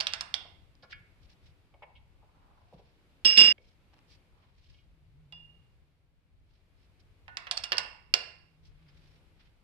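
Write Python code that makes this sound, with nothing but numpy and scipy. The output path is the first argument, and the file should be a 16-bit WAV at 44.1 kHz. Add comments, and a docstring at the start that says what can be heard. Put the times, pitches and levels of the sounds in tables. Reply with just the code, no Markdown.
"""Socket and ratchet on an engine

Steel tools click against a crankshaft; a big socket clangs down, bounces and rings in beating pairs of
modes; a ratchet is worked into it and snaps home. In between, gloves rub, steel taps and parts bump.
The engine bay scatters each click and the garage echoes, over a low rumble and a faint hum."""
import sys
import numpy as np
from scipy import signal
from scipy.fft import rfft, irfft, next_fast_len
from scipy.io import wavfile
from scipy.ndimage import uniform_filter1d, minimum_filter1d

SR = 44100
rng = np.random.default_rng(int(sys.argv[2]) if len(sys.argv) > 2 else 0)


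def waveform_to_disk(signal):
    """Save audio, clipped to [-1, 1], as 16-bit WAV at the path in sys.argv[1]."""
    frames = np.transpose(np.atleast_2d(signal))
    scaled = np.clip(frames, -1, 1) * 32767
    samples = np.round(scaled).astype(np.int16)
    wavfile.write(sys.argv[1], SR, samples)


N = 424683

# background spectrum (frequency [Hz], relative density [dB])
BACKGROUND_SPECTRUM = [(15, -27.5), (25, -3.5), (86, -2), (127, -11), (160, -13.5), (244, -21.5),
                       (263, -19.5), (390, -23.5), (1000, -30), (1920, -32.5), (2250, -30), (4690, -38.5),
                       (6090, -46), (13000, -49.5)]
# hum swells (middle [s], length [s])
HUM_SWELLS = [(5.257, 1.2), (8.9, 0.91)]
# garage echo (frequency [Hz], density [dB], t60 [s])
ECHO_BANDS = [(150, -5, 0.5), (498.8, -0.5, 0.45), (1070, -0.5, 0.6), (1530, -4.5, .5), (2340, -4, 0.62),
              (3522, -11, 0.43), (5303, -14.5, 0.48), (6400, -17.5, 0.32), (8500, -13.5, 0.45),
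              (11700, -24, .25)]
# left-right balance by frequency: the left side is weaker from about 1 to 7 kHz (frequency [Hz], left minus
# right [dB])
WORK_PAN = [(300, 0.5), (800, -1.5), (1450, -4), (2200, -9), (3500, -10), (5200, -8.5), (6300, -4.5),
            (8000, 1.5), (11000, .5)]
# gloves and sleeves, and a few brief steel scrapes (middle [s], length [s], level [dB], centre [Hz])
CLOTH_RUBS = [(.915, .05, -54, 3000), (1.24, .07, -71, 4000), (1.315, .075, -62.5, 3800),
              (1.466, .14, -70, 3400), (2.519, 1, -71, 863), (2.798, 0.61, -75.5, 2950),
              (3.675, 0.24, -74, 4030), (4.125, 0.13, -66.5, 4500), (4.42, 0.36, -73.5, 895),
              (4.45, .3, -75, 2400), (4.69, 0.4, -70.5, 3600), (6.55, .25, -80, 3300),
              (6.82, .15, -76, 3600), (7.005, .03, -68, 4000), (8.672, 0.11, -68, 4600),
              (8.95, .8, -74, 2100), (9.05, .5, -73.5, 4200), (9.44, 0.24, -73, 2500)]
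# heavy parts bumping (time [s], level [dB], centre [Hz], knocks [count])
PART_BUMPS = [(.449, -57, 757, 1), (.829, -59, 660, 1), (0.832, -62, 109, 1), (0.993, -57, 89.5, 1),
              (1.739, -62, 696, 1), (1.821, -51, 730, 1), (1.835, -55.5, 740, 1), (2.224, -64.5, 726, 1),
              (2.726, -54.5, 550, 1), (2.732, -54, 170, 1), (2.79, -61, 524, 1), (3.2509, -41, 265, 1),
              (3.3744, -34.5, 290, 4), (3.582, -63.5, 468, 1), (3.935, -71, 855, 2), (5.324, -66.5, 910, 1),
              (7.28, -54.5, 850, 1), (7.719, -48, 420, 1), (8.139, -47.5, 480, 1)]
# taps on parts (time [s], relative level [dB], centre [Hz], t60 [ratio], touch [s], grit [dB])
PART_TAPS = [(.752, -68, 4900, 0.093, .0015, -1), (.824, -54.5, 4500, 0.2, .016, 1),
             (.829, -51.5, 1320, 0.45, 0.015, 3), (.92, -47, 3920, .14, 0.011, -4),
             (.925, -39, 1920, 0.97, 0.0067, 7), (1.74, -63.5, 2400, .1, .005, -9),
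             (1.82, -47.5, 2220, 0.42, .016, 5), (1.952, -55.5, 2870, 0.27, 0.023, -1),
             (3.58, -56, 2300, .08, 0.0032, -2), (3.64, -70, 2475, .11, 0.0044, 0),
             (4.105, -62, 4600, .4, 0.027, -5), (4.655, -70, 3160, 0.42, .008, -14),
             (4.742, -62.5, 3180, 0.31, .008, -15), (4.78, -64, 2895, .6, .012, -5),
             (8.88, -65.5, 5000, .5, .012, -10)]
# tapped parts (frequency [Hz], level [dB], t60 [s])
PART_MODES = [(1420, -4, .09), (1700, -4, .15), (2215, -3, .4), (2420, -2, .15), (2640, -5, .12),
              (2890, -4, .2), (3208, -2, .22), (3550, -4, .12), (4540, -3, .12), (4990, -4, .16)]
# socket pushed home (start [s], length [s], level [dB], centre [Hz])
SOCKET_SCRAPES = [(3.923, .075, -75.5, 1100)]
# steel on steel (time [s], level [dB], resonance [Hz], body [dB], treble [dB], second contact offset [s])
STEEL_CLICKS = [(.0075, -23, 4550, -8.5, -18, -0.0054), (.069, -22.5, 3700, -13, -23.5, 0),
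                (0.1242, -44.5, 3300, -1.5, -24.5, 0), (0.1353, -25.5, 4650, -3.5, -12.5, 0),
                (.2085, -28, 5200, -1.5, -7.5, 0), (.3409, -21.5, 3650, -17, -22, -0.00057),
                (3.2514, -22.5, 3250, -10, -21.5, -0.0037), (3.3712, -24, 4000, -6.5, -19.5, 0),
                (3.376, -14, 3000, -7.5, -26, -0.0022), (3.407, -23.5, 3900, -9.5, -22.5, 0),
                (5.324, -52, 3400, 2, -30, 0), (7.28, -45, 1470, 16.5, -32, 0),
                (7.37, -30, 4960, 2.5, -15.5, 0), (7.469, -37.5, 3540, 16.5, -26.5, 0),
                (7.5113, -22.5, 4120, -7, -7, 0), (7.575, -26.5, 4650, -11, -11.5, -.0036),
                (7.6398, -29, 5100, -5.5, -6, -.003), (7.7195, -21.5, 4600, 3.5, -27, .0034),
                (7.729, -28, 2600, 1.5, -31.5, 0), (7.77, -34, 4500, -17.5, -18.5, 0),
                (7.7812, -19, 4900, -5.5, -14.5, 0), (8.1392, -14.5, 5030, -4.5, -11, -0.0013)]
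# click spectrum (frequency [Hz], level [dB], body share [ratio], treble share [ratio])
CLICK_SPECTRUM = [(100, -11.5, 0.7, 0.17), (383, -19, 0.99, 0.029), (625, -2.5, 0.77, 0.16),
                  (1600, 2, 0.81, 0.014), (2700, 5, 0.8, 0.092), (5470, -2.5, 0.06, 0.045),
                  (6900, 0.5, 0.5, 0.74), (8760, -3, 0.002, 0.82), (10230, -13.5, 0, 0.91),
                  (11164, -8.5, 0.78, 1), (11500, -12.5, 0.94, 1), (13000, -35.5, 0.076, 0.97)]
# damped tool head (frequency [Hz], level [dB], t60 [s])
HEAD_MODES = [(2750, -2, .016), (3300, -1, .007), (3650, -3, .005), (3950, -4, .005), (4550, 0, .009),
              (5130, -1, .012), (5480, -7, .009), (7350, -17, .01), (8750, -19, .022), (11400, -24, .02)]
# ratchet's faint ring (frequency [Hz], level [dB], t60 [s])
RATCHET_MODES = [(1470, 3, 0.28), (1780, 3, 0.2), (2156, -5.5, .25)]
# knocks on the ratchet (time [s], level [dB], t60 [ratio])
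RATCHET_KNOCKS = [(.0075, -58, 0.88), (.1352, -59, 1), (7.28, -52, 1), (7.37, -54, 1), (7.7195, -48.5, 1),
                  (7.7813, -48.5, 1)]
# socket seated on the crankshaft (frequency [Hz], level [dB], t60 [s])
SEATED_MODES = [(2444, -20, .5), (2750, -10, 0.11), (2815.4, 0.5, .55), (2857, -3, 0.55),
                (3430, -11.5, 0.28), (4926, -22.5, .22), (5006, -20.5, .4)]
# knocks on the seated socket (time [s], level [dB], t60 [ratio])
SEATED_HITS = [(5.3238, -44, 0.97), (7.512, -50.5, .4), (7.639, -40, 0.41), (7.72, -38, .25),
               (7.7826, -46, .3), (8.139, -14.5, 0.042), (8.146, -43, .8)]
# what the socket lands on (frequency [Hz], relative density [dB], t60 [s])
CLATTER_BANDS = [(100, -22.5, .4), (230.7, -4.5, 0.3), (500, -7, 0.53), (990, -10.5, 0.25), (2001, 2.5, 1),
                 (2750, 8, 0.52), (3900, -3, .6), (5173, 3, 0.552), (6400, -16, .45), (8510, -13, .36),
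                 (9740, -33, .15), (11298, -31, .15), (13490, -57.5, .1)]
# loose socket (frequency [Hz], level [dB], t60 [s], left minus right [dB], gain by strike place [dB])
LOOSE_MODES = [(2707, -18, .5, -7.5, 0), (2746, -18, .4, -7, 0), (2802, -13, .55, -3, 1.5),
               (2834, 1, .64, -11, -1), (2865, -3, .55, -7.5, -2.5), (2912, -14, .6, -6, 5),
               (3009, -17, .25, -5, 2), (3115, -20, .4, -5.5, 1), (3262, -19, .25, -6, 4),
               (3395, -19, .35, -7, 0), (3425, -20, .35, -6, -7), (3763, -23, .35, -6, 0),
               (4670, -22, .45, -8.5, 0), (4936, -13, .35, -4.5, -2), (5020, -7, .35, -4, -2),
               (5060, 0, .7, -5, -1), (5115, -9, .3, -6, -1), (5240, -8, .35, -7, 4), (5289, -3, .5, -6, 7),
               (7893, -22, .3, 3, 0), (8130, -34, .3, -1.5, 4), (8670, -22, .2, -3, 4),
               (8760, -25, .16, -2, 3), (11300, -37, .2, 10, -2), (11480, -38, .12, 10, 0)]
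# blows on the loose socket (time [s], ring [dB], strike place [-1..1], clatter [dB])
LOOSE_BLOWS = [(3.251, -18.5, 1, -31), (3.3741, -12, -.85, -23.5)]


def undb(db):
    """Decibels to gain."""
    return 10 ** (np.asarray(db) / 20)


def unit(x):
    """Scale to rms 1."""
    return x / np.sqrt(np.mean(x ** 2))


def onset_std(x):
    """Spread over the first 20 ms."""
    return x[:, :SR // 50].std()


def sides(pan_db):
    """Left and right gains at constant power."""
    return unit(undb(np.array([[pan_db], [-pan_db]]) / 2))


def add(out, s, x):
    """Mix x in from time s."""
    i = max(int(s * SR), 0)
    out[:, i:i + x.shape[1]] += x[:, :N - i]


def fade(t, t60_s):
    """Exponential decay."""
    return np.exp(-np.log(1000) * t / t60_s)


def swell(t, s, length_s):
    """Gaussian hump round time s."""
    return np.exp(-(2 * (t - s) / length_s) ** 2)


def along(f, hz, values):
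    """Interpolate over log frequency."""
    return np.interp(np.log(f + 1), np.log(hz), values)


def bell(f, hz, octaves):
    """Gaussian hump round hz."""
    return np.exp(-.5 * (np.log2((f + 1) / hz) / octaves) ** 2)


def walk(rate_hz, size=N):
    """Smooth random drift, rms 1."""
    hold = int(SR / rate_hz)
    steps = np.repeat(rng.standard_normal(size // hold + 1), hold)
    return unit(uniform_filter1d(uniform_filter1d(steps, hold), hold)[:size])


def colour(x, gain):
    """Minimum-phase filter with response gain(Hz)."""
    n = 2 * next_fast_len(x.shape[-1])
    cepstrum = irfft(np.log(gain(np.arange(n // 2 + 1) * SR / n) + 1e-6))
    cepstrum[1:n // 2] *= 2
    cepstrum[n // 2 + 1:] = 0
    return irfft(rfft(x, n) * np.exp(rfft(cepstrum)))[..., :x.shape[-1]]


def lean(x, share=1):
    """Pan rightward by frequency, at constant power."""
    ratio = lambda f: undb(share * along(f, *np.transpose(WORK_PAN)))
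    right = lambda f: np.sqrt(2 / (1 + ratio(f) ** 2))
    return np.array([colour(x[0], lambda f: ratio(f) * right(f)), colour(x[1], right)])


def lag_left(x, lag_s=.00027):
    """Sound from the right reaches the left side later."""
    return np.array([np.pad(x[0], (round(lag_s * SR), 0))[:N], x[1]])


def modes(table, t, weight_db, scatter_db=2, t60_ratio=1, apart_rad=.9):
    """Decaying partials weighted by weight_db(Hz); each strike excites them differently."""
    out = 0
    for (hz, db, t60_s), (loud, turn, apart) in zip(table, rng.standard_normal((len(table), 3))):
        phase = np.pi * turn + apart_rad * apart * np.array([[0], [1]])
        gain = undb(db + weight_db(hz) + scatter_db * loud)
        out = out + gain * np.sin(2 * np.pi * hz * t + phase) * fade(t, t60_s * t60_ratio)
    return out


def wash(table, alike_hz=500, size=36000):
    """Diffuse decay in third octaves; the lows are alike on both sides."""
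    hz, db, t60_s = np.transpose(table)
    t, f = np.arange(size) / SR, np.arange(size // 2 + 1) * SR / size
    left, other = rfft(rng.standard_normal((2, size)))
    alike = np.exp(-.5 * (f / alike_hz) ** 2)
    noise = np.array([left, alike * left + np.sqrt(1 - alike ** 2) * other])
    out = 0
    for centre_hz in 80 * 2 ** (np.arange(23) / 3):
        inside = abs(np.log2((f + 1) / centre_hz)) < 1 / 6
        band = irfft(noise * inside) * fade(t, along(centre_hz, hz, t60_s))
        band *= np.sqrt(inside.mean() / np.sum(band ** 2, axis=1, keepdims=True))
        out = out + band * undb(along(centre_hz, hz, db))
    return out


def background(level_db=-62, lull_db=-5.5, hum_hz=153, rumble_flutter_db=3, hiss_flutter_db=1.8):
    """Unsteady rumble and hiss with one lull; a faint hum swells twice."""
    t = np.arange(N) / SR
    spectrum = lambda f: undb(along(f, *np.transpose(BACKGROUND_SPECTRUM)))
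    mono_share = lambda f: .9 * bell(f, 260, octaves=1.2)
    noise = colour(rng.standard_normal((2, N)), lambda f: spectrum(f) * np.sqrt(1 - mono_share(f)))
    noise += colour(rng.standard_normal((1, N)), lambda f: spectrum(f) * np.sqrt(mono_share(f)))
    noise = unit(noise) * undb(level_db + lull_db * swell(t, 6.11, length_s=.59))
    low = signal.sosfiltfilt(signal.butter(2, 140, fs=SR, output="sos"), noise)
    hum_rad = 2 * np.pi * np.cumsum(hum_hz * (1 + .071 * walk(23))) / SR
    hum_db = -79.5 + 17 * sum(swell(t, *row) for row in HUM_SWELLS) + 2 * walk(7.4)
    rumble = low * undb(rumble_flutter_db * walk(16)) * sides(pan_db=4)
    hiss = (noise - low) * undb(hiss_flutter_db * walk(3))
    return rumble + hiss + np.sin(hum_rad) * undb(hum_db)


def garage_echo(x, response, wet_db):
    """The room's diffuse answer to the mono sum."""
    return undb(wet_db) * signal.oaconvolve(x.sum(0, keepdims=True) / np.sqrt(2), response, axes=1)[:, :N]


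def rubs(grain_db=3, grain_hz=140):
    """Cloth catches and slips, and steel scrapes briefly: grainy hiss that swells and dies."""
    out, grain = np.zeros((2, N)), undb(grain_db * walk(grain_hz))
    rolloff = lambda f: undb(along(f, [5400, 6500, 12000], [0, -12, -19]))
    for s, length_s, db, hz in CLOTH_RUBS:
        size = int(length_s * SR)
        octaves = .99 + .2 * np.log2(hz / 4500)  # brighter rubs are broader
        hiss = colour(rng.standard_normal((2, size)), lambda f: (bell(f, hz, octaves) + .012) * rolloff(f))
        add(out, s - length_s / 2, unit(hiss) * np.hanning(size) * undb(db) * sides(pan_db=-2))
    return out * grain


def bumps(t60_s=.075, gap_s=.036, gap_ratio=.9, step_db=-4.5, size=8192):
    """Soft blows on heavy parts: dull knocks, faster and weaker as a part rocks to rest."""
    out, t = np.zeros((2, N)), np.arange(size) / SR
    for s, db, hz, count in PART_BUMPS:
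        for k in range(round(count)):
            burst = rng.standard_normal((1, size)) * fade(t, t60_s)
            knock = colour(burst, lambda f: bell(f, hz, octaves=.46) + .0018)
            knock /= np.sqrt(np.sum(knock ** 2) / (.015 * SR))  # energy of 15 ms at rms 1
            add(out, s, knock * undb(db + k * step_db))
            s += gap_s * gap_ratio ** k
    return out


def grit(noise, hz, octaves, floor=0):
    """Friction noise: a band round hz, the top shelved down."""
    return colour(noise, lambda f: (bell(f, hz, octaves) + floor) * undb(along(f, [5400, 6500], [0, -12])))


def taps(octaves=.35, focus_db=16, size=24000):
    """Steel brushes a part: brief grit, under which the part's ring builds."""
    out, t = np.zeros((2, N)), np.arange(size) / SR
    for s, db, hz, t60_ratio, touch_s, grit_db in PART_TAPS:
        ring = modes(PART_MODES, t, lambda f: focus_db * (bell(f, hz, octaves) - 1), t60_ratio=t60_ratio)
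        ring *= 1 - np.exp(-2 * t / touch_s)
        touch = t / touch_s * np.exp(-(t / touch_s) ** 2)
        brush = grit(rng.standard_normal((2, size)) * touch, hz, octaves, floor=.017)
        tap = ring / onset_std(ring) + undb(grit_db) * brush / onset_std(brush)
        add(out, s, tap * undb(db) * sides(pan_db=-1) / (2 * onset_std(tap)))
    return out


def scrapes(gap_s=.012, scatter_db=8, t60_s=.013, count=12, size=1024):
    """Steel slides on steel in jerks: an uneven run of fine ticks."""
    out, t = np.zeros((2, N)), np.arange(size) / SR
    for s, length_s, db, hz in SOCKET_SCRAPES:
        delays_s = gap_s * np.cumsum(rng.uniform(.17, 1.4, count))
        levels_db = db + scatter_db * rng.standard_normal(count)
        for delay_s, tick_db, noise in zip(delays_s, levels_db, rng.standard_normal((count, 2, size))):
            if delay_s < length_s:
                tick = grit(noise * fade(t, t60_s), hz, octaves=1.6)
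                add(out, s + delay_s, tick / tick[:, :SR // 250].std() * undb(tick_db))
    return out


def contacts(second_db=-4, min_offset_s=.002):
    """Each touch of steel; some have a lighter contact just before or after."""
    for s, db, hz, body_db, treble_db, offset_s in STEEL_CLICKS:
        yield s, db, hz, body_db, treble_db
        if abs(offset_s) > min_offset_s:
            yield s + offset_s, db + second_db, hz, body_db, treble_db


def clicks(snap_t60_s=.006, bay_t60_s=.073, bay_db=-19, rise_s=.0012, mono_share=.51, size=4096):
    """Steel cracks on steel and the tool head rings briefly; the engine bay answers, duller."""
    out, t = np.zeros((2, N)), np.arange(size) / SR
    points_hz, plain_db, body_share, treble_share = np.transpose(CLICK_SPECTRUM)
    attack = 1 - np.exp(-t / rise_s)
    for s, db, hz, body_db, treble_db in contacts():
        noise = rng.standard_normal((3, size))
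        noise = np.sqrt(mono_share) * noise[0] + np.sqrt(1 - mono_share) * noise[1:]
        shape_db = plain_db + body_share * body_db + treble_share * treble_db
        # less body, stronger contact resonance
        focus_db = lambda f: (10 - .78 * body_db) * bell(f, hz, octaves=.21)
        snap_gain = lambda f: undb(along(f, points_hz, shape_db) + focus_db(f) / 2)
        bay_gain = lambda f: undb(along(f, points_hz, shape_db - 6 * treble_share))
        snap = colour(noise * fade(t, snap_t60_s) * attack, snap_gain)
        head = unit(modes(HEAD_MODES, t, focus_db) * attack) * snap.std() * undb(4 - max(body_db, 0))
        bay = colour(noise[::, ::-1] * fade(t, bay_t60_s), bay_gain)
        click = snap + head + undb(bay_db) * bay
        click /= np.sqrt(np.sum(click ** 2, axis=1, keepdims=True) / (.0049 * SR))
        add(out, s, click * undb(db))
    return out


def ringing(knocks, table, scatter_db=1.5, flutter_hz=70, flutter_db=3, size=30000):
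    """Steel rings on after each knock; each mode flutters as the part shifts."""
    out, t = np.zeros((2, N)), np.arange(size) / SR
    for s, db, t60_ratio in knocks:
        for mode in table:
            partial = modes([mode], t, lambda f: db, scatter_db, t60_ratio)
            add(out, s, partial * undb(flutter_db * walk(flutter_hz, size)))
    return out


def wavering_mode(t, hz, main_hz, rate_hz=90, depth_db=1.9, depth_rad=.38):
    """The socket shakes: level and phase wander, the phase more in higher modes."""
    gain = undb(depth_db * walk(rate_hz, len(t)))
    phase = depth_rad * np.sqrt(hz / main_hz) * walk(rate_hz, len(t))
    return gain * np.sin(2 * np.pi * hz * t + phase)


def loose_socket(main_hz=2834, hard_db=-12, rise_s=.0015, chatter_hz=170, chatter_db=2, size=36000):
    """The steel tube rings in beating pairs over a clatter; each blow stops the previous ring."""
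    rings, clatters, t = np.zeros((2, N)), np.zeros((2, N)), np.arange(size) / SR
    for s, db, place, clatter_db in LOOSE_BLOWS:
        tilt_db_per_octave = .06 * (db - hard_db)  # softer blows are duller
        ring = 0
        for k, (hz, mode_db, t60_s, pan_db, place_db) in enumerate(LOOSE_MODES):
            gain = undb(mode_db + place * place_db + tilt_db_per_octave * np.log2(hz / main_hz))
            ring += (-1) ** k * gain * sides(pan_db) * wavering_mode(t, hz, main_hz) * fade(t, t60_s)
        rings[:, int(s * SR):] = 0
        add(rings, s, undb(db) * ring * (1 - np.exp(-t / rise_s)))
        clatter = wash(CLATTER_BANDS) * undb(chatter_db * walk(chatter_hz, size))
        add(clatters, s, lean(clatter / onset_std(clatter), share=.46) * undb(clatter_db))
    return lag_left(rings) + clatters


def scene(click_wet_db=-.8, ring_wet_db=-8, soft_wet_db=-5, tap_wet_db=-4, cut_s=3.527, cut_fade_s=.002):
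    """All sources in the garage; the clang breaks off at cut_s, echo and all."""
    echo = np.pad(wash(ECHO_BANDS), ((0, 0), (SR // 250, 0)))  # 4 ms pre-delay
    right_echo = lean(echo)
    room = lambda x, wet_db: x + garage_echo(x, echo, wet_db)
    ring_room = lambda x: x + garage_echo(x, right_echo, ring_wet_db)
    click_room = lambda x: lag_left(x) + garage_echo(x, right_echo, click_wet_db)
    before = np.clip((cut_s - np.arange(N) / SR) / cut_fade_s, 0, 1)
    after = 1 - before
    knocks = bumps()
    steel = lean(clicks() + ringing(RATCHET_KNOCKS, RATCHET_MODES))
    early = ring_room(loose_socket()) + room(knocks * before, soft_wet_db) + click_room(steel * before)
    late = room(knocks * after + rubs(), soft_wet_db) + click_room(steel * after)
    seated = ring_room(lag_left(lean(ringing(SEATED_HITS, SEATED_MODES), share=.7)))
    return early * before + late + seated + room(taps() + scrapes(), tap_wet_db) + background()


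def record(dry, ceiling=.95, top_hz=13500):
    """Peak limiter, then a steep low-pass."""
    window = SR // 250
    gain = ceiling / np.maximum(abs(dry).max(0), ceiling)
    limited = dry * uniform_filter1d(minimum_filter1d(gain, window), window)
    return signal.sosfilt(signal.ellip(8, .2, 70, top_hz, fs=SR, output="sos"), limited)


dry = scene()
out = record(dry)
waveform_to_disk(out)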